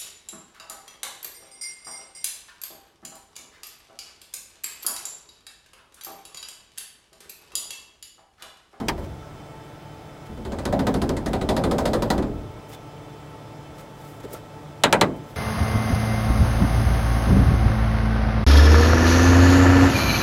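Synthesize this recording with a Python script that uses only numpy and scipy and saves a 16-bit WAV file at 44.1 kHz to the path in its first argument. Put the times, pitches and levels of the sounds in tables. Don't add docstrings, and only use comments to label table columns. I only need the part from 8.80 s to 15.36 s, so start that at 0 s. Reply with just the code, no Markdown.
import sys
import numpy as np
from scipy import signal
from scipy.io import wavfile

SR = 44100
rng = np.random.default_rng(int(sys.argv[2]) if len(sys.argv) > 2 else 0)


def level_to_linear(level):
    exponent = np.asarray(level, float) / 20
    return 10 ** exponent


def unload_wav(signal):
    wavfile.write(
        sys.argv[1],
        SR,
        np.round(np.clip(np.atleast_2d(signal).T, -1, 1) * 32767).astype(np.int16),
    )


N = 289296

# t/s, crack strength/dB, boom strength/dB
ROOF_BLOWS = [(0.0014, -31.5, -23.5), (0.1796, -40, -29), (1.4895, -59, -36.5), (1.5757, -47.5, -33.5),
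              (1.651, -32.5, -27), (1.72, -30, -23.5), (1.7865, -26, -29), (1.854, -19, -20),
              (1.9259, -22.5, -16), (1.9931, -21.5, -17), (2.0687, -18, -16), (2.1415, -21.5, -18),
              (2.2174, -20, -17.5), (2.2925, -24, -17), (2.3668, -24, -29.5), (2.4606, -20.5, -21),
              (2.5325, -19.5, -20), (2.613, -23.5, -21.5), (2.6892, -14.5, -15.5), (2.7654, -19, -16.5),
              (2.838, -18.5, -15), (2.9119, -20, -15.5), (2.9832, -17.5, -17.5), (3.055, -16, -18),
              (3.1336, -16, -15.5), (3.2223, -20, -17), (3.3027, -13.5, -16.5), (3.3799, -27.5, -17.5),
              (3.424, -31.5, -23.5)]
# t/s, crack strength/dB, boom strength/dB
FLOOR_KNOCKS = [(6.0365, 4, -19), (6.1267, 0.5, -18), (6.2117, 0.5, -17.5)]
# t/s, crack strength/dB, boom strength/dB
LONE_CLACK = [(0.0837, -17, -26)]
# f/Hz, level/dB, time to fall 60 dB/s (0.45 s at most is used)
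BEAM_NOTES = [(189, -19, .4), (242.6, -24, 0.35), (300, -31, 0.43), (374, -14, 0.51), (397, -20, 0.24),
              (619, -27, .12), (940, -28, 0.067), (1290, -19, 0.11), (1510, -24, 0.14), (1760, -20, 0.043),
              (1930, -14, 0.038), (2480, -26, 0.024), (3140, -21, 0.019), (3180, -21, 0.045),
              (3810, -19, .035), (4070, -10.5, 0.045), (5900, -28, 0.028), (7140, -19, 0.023),
              (8600, -26, 0.069)]


def rms_one(x):
    return x / np.sqrt(np.mean(x ** 2) + 1e-20)


def at_hz(points, hz):
    points = np.array(points)
    return np.interp(np.log(hz), np.log(points[:, 0]), points[:, 1])


def band_pass(x, low_hz, high_hz):
    return signal.sosfilt(signal.butter(2, [low_hz, high_hz], "band", fs=SR, output="sos"), x)


def drift(rate_hz):
    r = np.exp(-2 * np.pi * rate_hz * 40 / SR)
    slow = signal.lfilter([1], [1, -2 * r, r * r], rng.standard_normal(N // 40 + 2002))
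    slow = slow[2000:]
    return np.interp(np.arange(N) / 40, np.arange(len(slow)), rms_one(slow))


def noise_bands():
    white = rng.standard_normal((2, N + SR))
    borders_hz = 25 * 2 ** np.arange(0, 9.4, 1 / 3)
    for k, (low, high) in enumerate(zip(borders_hz, borders_hz[1:])):
        yield np.sqrt(low * high), band_pass(white[k % 2], low, high)[SR:]


def swell(t, middle_s, length_s):
    return np.exp(-((t - middle_s) / (length_s / 2)) ** 2)


def fade(x, t60):
    return signal.lfilter([1], [1, -level_to_linear(-60 / (t60 * SR))], x + 1e-18)


def ring(clicks, hz, t60):
    r, w = level_to_linear(-60 / (t60 * SR)), 2 * np.pi * hz / SR
    return signal.lfilter([0, np.sin(w)], [1, -2 * r * np.cos(w), r * r], clicks + 1e-18)


def motors():
    HUM_HZ, SECOND_HUM_HZ = 146.55, 108.6
    # multiple of that rate, rms level/dB before it wavers
    motor_tones = [(HUM_HZ, [(1, -50), (2, -55), (3, -57), (4, -63.5), (5, -65), (6, -54), (7, -68),
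                   (9, -59), (13, -72.5), (15, -68.5), (18, -72), (21, -67.5), (23, -74), (24, -69),
                   (35, -73.5), (39, -77.5), (43, -79), (50, -76.5), (55, -77), (67, -80.5), (93, -84),
                   (107, -82)]), (SECOND_HUM_HZ, [(1, -56), (3, -58), (6, -61.5), (7, -73.5)])]
    out = np.zeros(N)
    for hz, multiples in motor_tones:
        turn = 2 * np.pi * hz * np.arange(N) / SR + 0.032 * drift(3.2)
        for k, db in multiples:
            level = np.sqrt(2) * level_to_linear(db + 3.33 * drift(24))
            out += level * np.sin(k * turn + 0.31 * drift(2.9))
    return out


def air():
    # f/Hz, relative level per Hz/dB
    air_colour = [(15, -48), (25, -13), (137, -2), (229, -10.5), (326, -11.5), (363, -10.5), (427, -4.5),
                  (476, -16.5), (641, -4.5), (796, -17), (863, -19), (936, -14), (1330, -19), (1480, -21),
                  (16000, -45)]
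    total = np.zeros(N)
    for hz, band in noise_bands():
        total += level_to_linear(at_hz(air_colour, hz) + 0.6 * drift(1.6)) * band[:N]
    return level_to_linear(-43.5) * rms_one(total)


def struck(events, modes, tail, wood_db, modes_db, tail_db, crack_db, rebound_db, slap_db, ring_db,
           slower, sameness):
    # delay/s, f/Hz, relative level/dB
    wall_slaps = [(.0045, 793, 5), (.0095, 588, -1), (0.02, 450, 0)]
    # f/Hz, time to fall 60 dB/s (before "slower" stretches it)
    dying_times = [(100, 0.74), (250, 0.48), (500, 0.45), (1100, 0.18), (2900, 0.1), (7700, 0.081),
                   (15000, 0.12)]
    s, crack_peak_db, boom_db = np.transpose(events)
    wood_peak_db = wood_db + 0.59 * crack_peak_db + 0.41 * boom_db
    rows = np.transpose([boom_db, wood_peak_db, crack_peak_db])
    loudest = rows.max(axis=0)
    log_hz = np.log([350, 1400, 5000])
    at = (s * SR).round().astype(int)
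    chance = rng.random((len(at), 3))
    rebound = ((0.006 + 0.016 * chance[:, 0]) * SR).astype(int)
    rebound_gain = level_to_linear(rebound_db - 7.5 * chance[:, 1])
    fresh_start = (chance[:, 2] * (N - SR)).astype(int)

    def strength(hz, spread_db):
        db = [np.interp(np.log(hz), log_hz, row) for row in rows]
        return level_to_linear(db + spread_db * rng.standard_normal(len(at)))

    def clicks(hz, spread_db, late_s=0):
        train, start = np.zeros(N), at + int(late_s * SR)
        train[start] = strength(hz, spread_db)
        train[start + rebound] = train[start] * rebound_gain
        return train

    out, t = np.zeros(N + SR), np.arange(SR // 2) / SR
    size = len(t)
    for hz, band in noise_bands():
        t60 = slower * at_hz(dying_times, hz)
        power = 10 ** (-60 * t / t60 / 10)
        power += 10 ** ((ring_db - 22.5 * t / t60) / 10)
        gather_s = min(t60 / 4, 0.001 + 34.0 / hz)
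        power -= 0.74 * 10 ** (-30 * t / gather_s / 10)
        shape = at_hz(tail, hz) - np.interp(np.log(hz), log_hz, loudest)
        envelope = level_to_linear(shape + tail_db) * np.sqrt(np.maximum(power, 0))
        gains = strength(hz, spread_db=2.0)
        for i, gain, fresh, lag, lag_gain in zip(at, gains, fresh_start, rebound, rebound_gain):
            echoes = sameness * band[:size] + np.sqrt(1 - sameness ** 2) * band[fresh:fresh + size]
            one = gain * envelope * echoes
            out[i:i + size] += one
            out[i + lag:i + lag + size] += lag_gain * one
    out = out[:N]
    for hz, db, t60 in modes:
        hits = clicks(hz, spread_db=4.0, late_s=2.572 / hz)
        out += level_to_linear(db + modes_db) * ring(hits, hz, min(t60, 0.45))
    for late_s, hz, db in wall_slaps:
        hits = clicks(hz, spread_db=0.5 + sameness, late_s=late_s)
        out += level_to_linear(db + slap_db) * ring(hits, hz, 4.8 / hz)
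    out += level_to_linear(crack_db + 7.0) * ring(clicks(5000, spread_db=1.5), 3730, 0.002)
    crack = fade(clicks(4200, spread_db=4.0), 0.014) * rng.standard_normal(N)
    return out + level_to_linear(crack_db) * band_pass(crack, 1800, 11000)


def roof_blows():
    # f/Hz, relative level/dB, time to fall 60 dB/s (0.45 s at most is used)
    roof_notes = [(198.3, -4, 0.61), (219.2, -0.5, 0.51), (264.5, -1.5, 0.56), (298.9, -1, 0.47),
                  (376.9, 1.5, 0.2), (421.2, -7.5, 0.51), (487.5, -9, 0.6), (567.4, -0.5, 0.24),
                  (780, -7, 0.13), (940, -1.5, 0.052), (1948, -1, 0.09), (3040, -6.5, 0.037),
                  (3500, -5.5, 0.066), (4130, -8, 0.055), (5120, -22, 0.027)]
    # f/Hz, relative level per Hz/dB
    roof_echo = [(53, -29), (90, -15.5), (119, -11), (214, -5.5), (457, -10), (544, -8), (1790, -21.5),
                 (1950, -23), (2830, -29.5), (4080, -20), (5410, -30.5), (7660, -28), (16000, -47)]
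    return struck(ROOF_BLOWS, roof_notes, roof_echo, wood_db=-9.0, modes_db=-11.5, tail_db=5.5,
                  crack_db=-12, rebound_db=-10.0, slap_db=-7, ring_db=-13.5, slower=1.0, sameness=0.54)


def shudder():
    s, _, boom_db = np.transpose(ROOF_BLOWS + LONE_CLACK + FLOOR_KNOCKS)
    level_db = -32.5 + 0.37 * (boom_db + 21)
    level_db -= 10 * (s >= FLOOR_KNOCKS[0][0])
    rise_s, t60_s = 0.021, 1.17
    energy = np.zeros(N)
    energy[(s * SR).astype(int)] = level_to_linear(2 * level_db)
    r = np.exp(-1 / (rise_s * SR))
    level = np.sqrt(signal.lfilter([1 - r], [1, -r], fade(energy, t60_s / 2)))
    low = band_pass(rng.standard_normal(N + SR), 38, 105)[SR:]
    return level * rms_one(low)


def clack():
    # f/Hz, relative level per Hz/dB
    clack_echo = [(53, -32.5), (90, -8.5), (360, -0.5), (457, -12), (839, -6), (1140, -5), (1290, -9),
                  (1410, -12), (2100, -5), (3510, -10), (16000, -32)]
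    return struck(LONE_CLACK, BEAM_NOTES, clack_echo, wood_db=3.0, modes_db=-21, tail_db=0.5,
                  crack_db=-9, rebound_db=-10.5, slap_db=-4, ring_db=-20.5, slower=0.55, sameness=0)


def scuffs():
    # middle t/s, length/s, level at 4 kHz before the grain/dB, brightness/dB per octave
    rubs = [(0.194, .03, -56, -1), (.245, 0.055, -48, -6), (1.465, 0.023, -50, -5.5), (3.9, .025, -51, 1),
            (3.938, 0.047, -44.5, -3.5), (5.0, .06, -47.5, -3), (5.276, 0.2, -53.5, -0.5),
            (5.406, 0.011, -48, -5), (5.445, 0.023, -46, -4.5), (5.536, 0.012, -51.5, 9.5),
            (5.542, 0.084, -45.5, -2.5), (6.37, .03, -55, -2.5), (6.51, 0.13, -58, 0)]
    t, out = np.arange(N) / SR, np.zeros(N)
    grain = level_to_linear(2.1 * drift(150))
    for hz, band in noise_bands():
        level = np.zeros(N)
        for s, length, db, bright_db in rubs:
            near = slice(int((s - 2 * length) * SR), int((s + 2 * length) * SR))
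            colour = level_to_linear(db + bright_db * np.log2(hz / 4000)) * (hz > 600)
            level[near] += colour * swell(t[near], s, length)
        out += level * band[:N]
    return out * grain


def squeaks():
    # middle t/s, length/s, f/Hz, width/Hz, rms level at the top of the swell/dB
    pitched_rubs = [(3.938, 0.041, 3450, 200, -50.5), (5.0, 0.045, 420, 200, -46),
                    (5.452, 0.025, 350, 160, -31.5), (5.531, 0.046, 433, 200, -37),
                    (5.556, 0.036, 560, 250, -41), (5.557, 0.035, 1280, 150, -44)]
    t, out = np.arange(N) / SR, np.zeros(N)
    for s, length, hz, width_hz, db in pitched_rubs:
        tone = band_pass(rng.standard_normal(N), hz - width_hz / 2, hz + width_hz / 2)
        out += level_to_linear(db) * rms_one(tone) * swell(t, s, length)
    return out


def floor_knocks():
    # f/Hz, relative level per Hz/dB
    beam_echo = [(53, -43), (90, -17), (249, 1.5), (330, -7), (393, -5.5), (1510, -3), (1790, -3),
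                 (1950, -9), (2320, -6.5), (3830, -9.5), (5650, -30), (7170, -17.5), (16000, -43)]
    beam = struck(FLOOR_KNOCKS, BEAM_NOTES, beam_echo, wood_db=-8.0, modes_db=-4.5, tail_db=4.5,
                  crack_db=-12.5, rebound_db=-27, slap_db=13, ring_db=-22.5, slower=0.83, sameness=0.82)
    return signal.sosfilt(signal.butter(4, 89.5, "high", fs=SR, output="sos"), beam)


def scene():
    steady = motors() + air()
    blows = roof_blows() + shudder() + clack() + floor_knocks()
    return (steady + blows + scuffs() + squeaks())[None]


def roll_off(x):
    return signal.sosfilt(signal.butter(12, 16400, fs=SR, output="sos"), x)


def record(dry):
    cut = signal.sosfilt(signal.cheby2(12, 60, 16800, fs=SR, output="sos"), dry)
    mix = np.clip(cut, -1, 1)
    return roll_off(mix)


dry = scene()
out = record(dry)
unload_wav(out)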